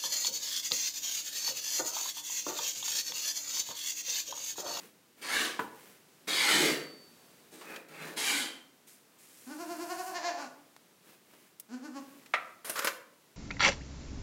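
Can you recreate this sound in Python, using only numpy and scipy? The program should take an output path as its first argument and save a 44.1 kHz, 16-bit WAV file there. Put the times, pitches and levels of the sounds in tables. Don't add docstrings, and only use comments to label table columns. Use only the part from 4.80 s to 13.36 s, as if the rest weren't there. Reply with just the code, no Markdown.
import sys
import numpy as np
from scipy import signal
from scipy.fft import rfft, irfft, next_fast_len
from scipy.io import wavfile
from scipy.ndimage import uniform_filter1d

SR = 44100
rng = np.random.default_rng(int(sys.argv[2]) if len(sys.argv) > 2 else 0)


def put_to_file(sound):
    columns = np.atleast_2d(sound).T
    safe = np.clip(columns, -1, 1)
    whole_steps = np.round(safe * 32767)
    wavfile.write(sys.argv[1], SR, whole_steps.astype(np.int16))


N = 377496
TIME = np.arange(N) / SR
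WAVER_HZ = 8.9


def amp(db):
    return 10 ** (np.asarray(db) / 20)


def unit(x):
    return x / np.sqrt(np.mean(x ** 2) + 1e-20)


def decay(t, t60):
    return np.exp(-np.log(1000) * t / t60)


def read(points, hz, column=1):
    table = np.array(points, float)
    return np.interp(np.log(hz + 1), np.log(table[:, 0] + 1), table[:, column])


def shape(x, gain):
    size = next_fast_len(len(x) + 2048)
    hz = np.fft.rfftfreq(size, 1 / SR)
    return irfft(rfft(x, size) * gain(hz), size)[:len(x)]


def colour(x, points, column=1):
    return unit(shape(x, lambda hz: amp(read(points, hz, column))))


def wander(length, rate_hz):
    return unit(shape(rng.standard_normal(length), lambda hz: 1 / (1 + (hz / rate_hz) ** 4)))


def band(length, centre_hz, width_hz):
    def gain(hz):
        return 1 / (1 + ((hz - centre_hz ** 2 / (hz + 1)) / width_hz) ** 4)
    return unit(shape(rng.standard_normal(length), gain))


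def resonate(x, hz, width):
    turn = np.exp(2j * np.pi * np.cumsum(hz * np.ones(len(x))) / SR)
    r = np.exp(-np.pi * width / SR)
    return 2 * (turn * signal.lfilter([1 - r], [1, -r], x / turn)).real


def add(mix, s, sound):
    part = mix[max(round(s * SR), 0):][:len(sound)]
    part += sound[:len(part)]


def burst(noise, t60, rise=0.00052):
    t = np.arange(len(noise)) / SR
    return noise * (1 - np.exp(-t / rise)) * decay(t, t60)


def grains(per_s, spread_db):
    sizes = amp(spread_db * np.minimum(rng.exponential(1, N), 4))
    slips = (rng.random(N) < per_s / SR) * rng.standard_normal(N) * sizes
    return unit(slips) + 1.11 * rng.standard_normal(N)


def patchy(x):
    patch_db = 3.5
    z = signal.stft(x, SR, nperseg=1024)[2]
    patches = uniform_filter1d(rng.standard_normal(z.shape), size=4, axis=0)
    patches = uniform_filter1d(patches, size=9, axis=1)
    return signal.istft(z * amp(patch_db * unit(patches)), SR, nperseg=1024)[1][:len(x)]


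def pressure(start, swell_s, ease_s, swell_db, release_db_per_s=163):
    attack_s, ease_db_per_s = 0.016, 44.5
    t = np.maximum(TIME - start, 0)
    db = -swell_db * np.maximum(1 - t / swell_s, 0)
    db -= ease_db_per_s * np.clip(t - swell_s, 0, ease_s)
    db -= release_db_per_s * np.maximum(t - swell_s - ease_s, 0)
    return np.minimum(t / attack_s, 1) * amp(db)


def still_air():
    # (frequency [Hz], level [dB])
    air_colour = [(40, -24), (170, 2), (360, 0.5), (700, -6), (16000, -16)]
    return amp(-63.5) * colour(rng.standard_normal(N), air_colour) * amp(1.7 * wander(N, 0.97))


def bedding():
    # (middle [s], level [dB], time from the middle to half gain [s])
    shuffles = [(0, -54, 0.089), (0.4, -59, 0.025), (1.052, -56.5, .12), (6.308, -58.5, 0.056),
                (6.593, -62, 0.11), (7.31, -60, 0.15)]
    # (frequency [Hz], level [dB])
    shuffle_colour = [(70, -22), (200, 1.5), (500, -2), (750, -8.5), (2200, -7.5), (4400, -14)]
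    # (start [s], swell time [s], easing time [s], crest [dB], depth of the swell [dB])
    brushes = [(4.062, 0.013, 0.065, -55.5, 9), (4.377, 0.895, 0.054, -51, 9)]
    # (frequency [Hz], level [dB])
    brush_colour = [(300, -16), (2200, 0), (3400, -3.5), (5000, -1), (9000, 3), (16000, -4)]
    # (time [s], level [dB], t60 [s], centre frequency [Hz])
    ticks = [(2.811, -47, 0.34, 990), (2.96, -38.5, 0.042, 1910), (5.964, -41, 0.012, 1370),
             (6.535, -52, .08, 393), (6.798, -35, 0.036, 11800), (7.46, -49, 0.054, 2200)]
    shuffling = sum(amp(db) / (1 + ((TIME - s) / half) ** 4) for s, db, half in shuffles)
    out = colour(grains(2000, 0.55), shuffle_colour) * shuffling
    brushing = sum(amp(db) * pressure(start, swell_s, ease_s, swell_db)
                   for start, swell_s, ease_s, db, swell_db in brushes)
    out += colour(grains(3000, 0.89), brush_colour) * brushing
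    for s, db, t60, centre_hz in ticks:
        snap = shape(rng.standard_normal(SR // 4),
                     lambda hz: 1 / np.hypot(1, hz / centre_hz - centre_hz / (hz + 1)))
        add(out, s, amp(db) * burst(unit(snap), t60))
    return out


def rail(x, pitch, ring_db):
    # (frequency [Hz], width [Hz], level against the rasp [dB])
    resonances = [(1680, 260, -6), (2100, 59, -8.5), (2294, 150, -0.5), (3070, 150, -5), (3350, 89, -3)]
    slide_per_s, slide_centre_s = 0.27, 0.18
    waver = 0.036
    t = np.arange(len(x)) / SR
    slide = pitch * np.exp(slide_per_s * (slide_centre_s - t))
    ringing = 0
    for hz, width, db in resonances:
        path_hz = hz * slide * (1 + waver * wander(len(x), WAVER_HZ))
        ringing = ringing + amp(db + ring_db) * resonate(x, path_hz, width)
    return unit(x + ringing) * np.std(x)


def rubbing():
    # (start [s], swell time [s], easing time [s], crest [dB], depth of the swell [dB],
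    # then against the rasp: hiss [dB], fine hiss [dB], push [dB];
    # then the rail's resonances: pitch [factor], strength [dB])
    strokes = [(0.411, 0.14, 0.11, -34, 14, -0.5, -7, -12.5, 0.97, 2),
               (1.471, 0.26, 0.17, -30.5, 7, 2.5, -5, -8.5, 0.98, 7.5),
               (2.705, 0.038, 0.085, -59, 9.5, -2, -1.5, -2, .8, -16),
               (2.84, 0.067, 0.052, -49.5, 16, -13, -32, -5, 0.94, -22),
               (3.078, 0.15, 0.083, -46.5, 13.5, -9.5, -15.5, -5, 0.72, -19),
               (3.362, 0.14, 0.12, -35.5, 6, 2, -0.5, -15.5, 0.974, 2.5)]
    # (frequency [Hz], level [dB])
    rasp_colour = [(450, -25), (700, 1), (1150, 3), (1600, 3.5), (2400, 4.5), (2750, -3.5), (3800, -24)]
    push_colour = [(70, -44), (110, -28), (150, -5), (340, 3), (540, -1.5), (1000, -20)]
    hiss_colour = [(2100, -26), (2900, 0.5), (4400, 2.5), (5200, -2), (8500, -2), (12000, -9), (16000, -22)]
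    lean_db_per_s = 59
    contact_db, contact_t60_s = 9, 0.29
    fine_above_hz = 6300
    fine_lead_s, fine_release_db_per_s = 0.0036, 223
    rasp = colour(patchy(grains(5000, 2.5)), rasp_colour)
    push = colour(grains(600, 1.0), push_colour)
    hair = colour(patchy(grains(9000, 2.2)), hiss_colour)
    hiss = shape(hair, lambda hz: 1 / (1 + (hz / fine_above_hz) ** 10))
    hiss, fine = unit(hiss), unit(hair - hiss)
    out = np.zeros(N)
    for start, swell_s, ease_s, db, swell_db, hiss_db, fine_db, push_db, pitch, ring_db in strokes:
        first = round(start * SR)
        span = slice(first, first + SR)
        t = np.clip(TIME[span] - start, 0, swell_s + ease_s)
        lean = amp(lean_db_per_s * (t - swell_s)) + amp(contact_db) * decay(t, contact_t60_s)
        body = rail(rasp[span] + amp(hiss_db) * hiss[span], pitch, ring_db)
        body += amp(push_db) * lean * push[span]
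        add(out, start, amp(db) * pressure(start, swell_s, ease_s, swell_db)[span] * body)
        fine_press = pressure(start, swell_s - fine_lead_s, ease_s, swell_db, fine_release_db_per_s)
        out += amp(db + fine_db) * fine_press * fine
    return out * amp(0.86 * wander(N, 36))


def knocks():
    # (time [s], level [dB], t60 [s], dulled above [Hz], pitch of the board [factor], thud [dB])
    blows = [(0.792, -26, 0.059, 2440, 0.688, -38), (7.537, -20, 0.077, 3250, 0.99, -59)]
    # (frequency [Hz], level [dB])
    board_colour = [(80, -51.5), (300, -17.5), (520, -5), (1000, -3), (1350, 3.5), (1700, 1), (2350, 2),
                    (3000, -4.5), (16000, -19.5)]
    # (frequency [Hz], level against the blow [dB], t60 [s])
    modes = [(735, -19.5, 0.15), (1280, -19, 0.47), (1370, -19, 0.31), (2080, -5.5, 0.11)]
    mode_width = 0.16
    # (frequency [Hz], level [dB])
    thud_colour = [(50, -27), (130, -3), (470, 4), (700, -25.5)]
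    out = np.zeros(N)
    for s, db, t60, dull_hz, pitch, thud_db in blows:
        wood = shape(rng.standard_normal(SR // 4),
                     lambda hz: amp(read(board_colour, hz / pitch)) / np.hypot(1, (hz / dull_hz) ** 2))
        add(out, s, amp(db) * burst(unit(wood), t60, rise=0.00097))
        thud = colour(rng.standard_normal(SR), thud_colour)
        add(out, s, amp(thud_db) * burst(thud, t60=0.34, rise=0.0014))
        for mode_hz, mode_db, mode_t60 in modes:
            mode = band(SR, mode_hz * pitch, mode_width * mode_hz)
            add(out, s, amp(db + mode_db) * burst(mode, mode_t60))
    return out


def rail_rings():
    # (crest [s], level [dB], centre frequency [Hz], width [Hz])
    rings = [(1.81, -36, 315, 130), (1.85, -41, 160.6, 36), (1.885, -35.5, 362, 280),
             (3.261, -52, 165, 39.6), (3.595, -41, 268, 75), (3.68, -46, 3160, 220)]
    # (frequency [Hz], level [dB], t60 [s])
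    thin_ring = [(3662, -63, 1.42), (4554, -47.5, 1.075)]
    rise_db_per_s, ring_t60_s = 120, 0.38
    thin_ring_s = 1.824
    out = np.zeros(N)
    for s, db, centre_hz, width_hz in rings:
        rise = amp(-rise_db_per_s * np.maximum(s - TIME, 0))
        fall = decay(np.maximum(TIME - s, 0), ring_t60_s)
        out += amp(db) * rise * fall * band(N, centre_hz, width_hz)
    for hz, db, t60 in thin_ring:
        tone = unit(np.sin(2 * np.pi * hz * TIME[:SR])) * amp(2 * wander(SR, WAVER_HZ))
        add(out, thin_ring_s, amp(db) * burst(tone, t60))
    return out


def bleat(controls, start, end, sag, dip_db, dip_rough, flatness, first_dip):
    # (frequency [Hz], mouth shut [dB], mouth half open [dB], mouth open [dB])
    throat = [(108, -32, -23, -44), (247, 6.5, 8, -23), (494, -13.5, -14, -4.5), (740, -16, 3.5, 1),
              (1080, -17.5, -3, -6), (1340, -19, -11, -14), (1750, -21, -15.5, -9), (2180, -25, -21, -11.5),
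              (2800, -25.5, -16.5, -15), (3700, -31, -36, -17.5), (4240, -23.5, -18.5, -9),
              (7300, -26.5, -19, -16.5), (8550, -38, -26, -54)]
    mouth_db, mouth_width_hz = 4.5, 120
    smear_rad = 1.3
    hoarse_sag, hoarse_jitter = 0.16, 0.0594
    t = np.arange(start, end, 1 / SR)
    s, *columns = np.transpose(controls)
    hz, db, mouth, quaver, mouth_hz, hoarse = (np.interp(t, s, c) for c in columns)

    beat = np.cumsum(quaver) / SR
    swing = abs(np.sin(np.pi * (beat - np.interp(s[0], t, beat))))
    dip = swing ** flatness * np.where(t < s[0], first_dip, 1)
    jitter = (0.02 * dip + hoarse_jitter * hoarse) * wander(len(t), 150)
    sagging = 1 - (sag + hoarse_sag * hoarse) * swing ** 2
    turns = np.cumsum(hz * sagging * (1 + jitter)) / SR

    folds = sum(np.cos(2 * np.pi * k * turns + smear_rad * rng.standard_normal()) for k in range(1, 42))
    folds = folds * (1 + hoarse * (1 + dip) * wander(len(t), 40) * np.cos(np.pi * turns))
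    puffs = rng.standard_normal(len(t)) * (1 + 0.26 * np.cos(2 * np.pi * turns))
    puffs = shape(puffs, lambda f: f / np.hypot(f, 1200))
    rough = np.clip(hoarse + dip_rough * dip, 0, 1)
    drive = (1 - rough) * unit(folds) + 1.5 * rough * unit(puffs)

    voice = np.zeros(len(t))
    for k in range(3):
        share = np.maximum(1 - abs(np.clip(mouth, 0, 2) - k), 0)
        voice += share * colour(drive, throat, k + 1)
    voice = unit(voice + amp(mouth_db) * resonate(voice, mouth_hz, mouth_width_hz))
    fade = np.clip(np.minimum(t - start, end - t) / 0.01, 0, 1)
    return voice * amp(db - dip_db * dip) * fade


def kid():
    # (time [s], pitch on a throb [Hz], level on a throb [dB],
    # mouth [0 shut, 1 half, 2 open], throbs [per s], moving resonance [Hz], hoarseness [0-1])
    long_controls = [(4.722, 298.7, -43.5, 0.24, 11.8, 1470, 0.15),
                     (4.815, 354, -39, 0.48, 9.8, 1460, 0.08), (5.02, 350.5, -37, 0.37, 9.5, 1500, 0.09),
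                     (5.115, 365.4, -36.5, 1.25, 11.86, 1500, .05),
                     (5.288, 378, -39, 0.99, 12.04, 1660, .05),
                     (5.368, 358.6, -35.5, 1.73, 12.2, 1784, .15), (5.478, 350, -34, 1.8, 6.67, 1680, .14),
                     (5.62, 285.7, -40.5, 1.4, 6.93, 1460, 0.4)]
    short_controls = [(6.943, 253.6, -41.5, .12, 9.8, 1480, .14), (7.058, 300, -40.5, 0.16, 8, 1540, 0.073),
                      (7.17, 278.2, -37.5, 0.12, 9.4, 1130, .1)]
    # (start [s], end [s])
    long_span, short_span = [(4.665, 5.68), (6.885, 7.208)]
    out = np.zeros(N)
    add(out, long_span[0], bleat(long_controls, *long_span, sag=0.12, dip_db=13, dip_rough=0.1,
                                 flatness=2.1, first_dip=0.44))
    add(out, short_span[0], bleat(short_controls, *short_span, sag=0.14, dip_db=16.0, dip_rough=0.23,
                                  flatness=1.5, first_dip=0.56))
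    return out


def scrape():
    # (time [s], level [dB], t60 [s], share of wood against squeal [0-1])
    jerks = [(7.846, -41, 1, 0.37), (7.896, -27, 0.067, 0.15), (7.956, -34, 0.29, 0.86),
             (7.976, -34, 0.24, 1), (7.991, -24.5, 0.049, 0.76), (8.021, -36, 0.15, 1),
             (8.045, -25.5, 0.095, 0.57), (8.071, -22.5, 0.094, 0.95)]
    # (frequency [Hz], wood [dB], squeal [dB])
    scrape_colour = [(101.4, -31, -13), (440, -8, 6), (544, 7.5, 0), (660, -21.5, 9), (1060, 1, -12),
                     (1440, 3, -5), (2630, -8, -4.5), (7900, -13.5, -5.5), (8900, -31, 5.5),
                     (12400, -14, 1), (16000, -24, -12)]
    out = np.zeros(N)
    for s, db, t60, share in jerks:
        grit = rng.standard_normal(SR // 3)
        share = np.clip(share, 0, 1)
        wood = colour(grit, scrape_colour, column=1)
        squeal = colour(grit, scrape_colour, column=2)
        jerk = share * wood + (1 - share) * squeal
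        add(out, s, amp(db) * burst(unit(jerk), t60, rise=0.0006))
    return out


def barn(x):
    # (frequency [Hz], t60 [s])
    echo_t60 = [(150, 0.65), (1400, 0.54), (4000, 0.38), (15000, 0.38)]
    boom_hz, boom_width_hz, boom_db = 553, 150, -4
    t = np.arange(SR) / SR
    taps = rng.choice([-1., 1.], SR) * (rng.random(SR) < 3000 / SR) * (t > 0.004)
    hz, when, z = signal.stft(taps, SR, nperseg=256)
    tail = signal.istft(z * decay(when, read(echo_t60, hz)[:, None]), SR, nperseg=256)[1]
    tail = tail + amp(boom_db) * resonate(tail, boom_hz, boom_width_hz)
    return signal.fftconvolve(x, tail / np.linalg.norm(tail))[:N]


def scene():
    voice_wet_db, rub_wet_db, straw_wet_db, wood_wet_db = -3, -4.5, -23, -10
    air, straw = still_air(), bedding()
    rub = rubbing() + rail_rings()
    wood = knocks() + scrape()
    voice = kid()
    wet = barn(amp(voice_wet_db) * voice + amp(rub_wet_db) * rub
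               + amp(straw_wet_db) * straw + amp(wood_wet_db) * wood)
    return (voice + rub + straw + wood + wet + air)[None]


def record(dry):
    edge_hz = 15950
    thin = signal.sosfilt(signal.butter(1, 80, "highpass", fs=SR, output="sos"), dry)
    lowpass = signal.firwin(511, edge_hz, window=("kaiser", 9), fs=SR)
    return signal.oaconvolve(thin, lowpass[None], "same")


dry = scene()
out = record(dry)
put_to_file(out)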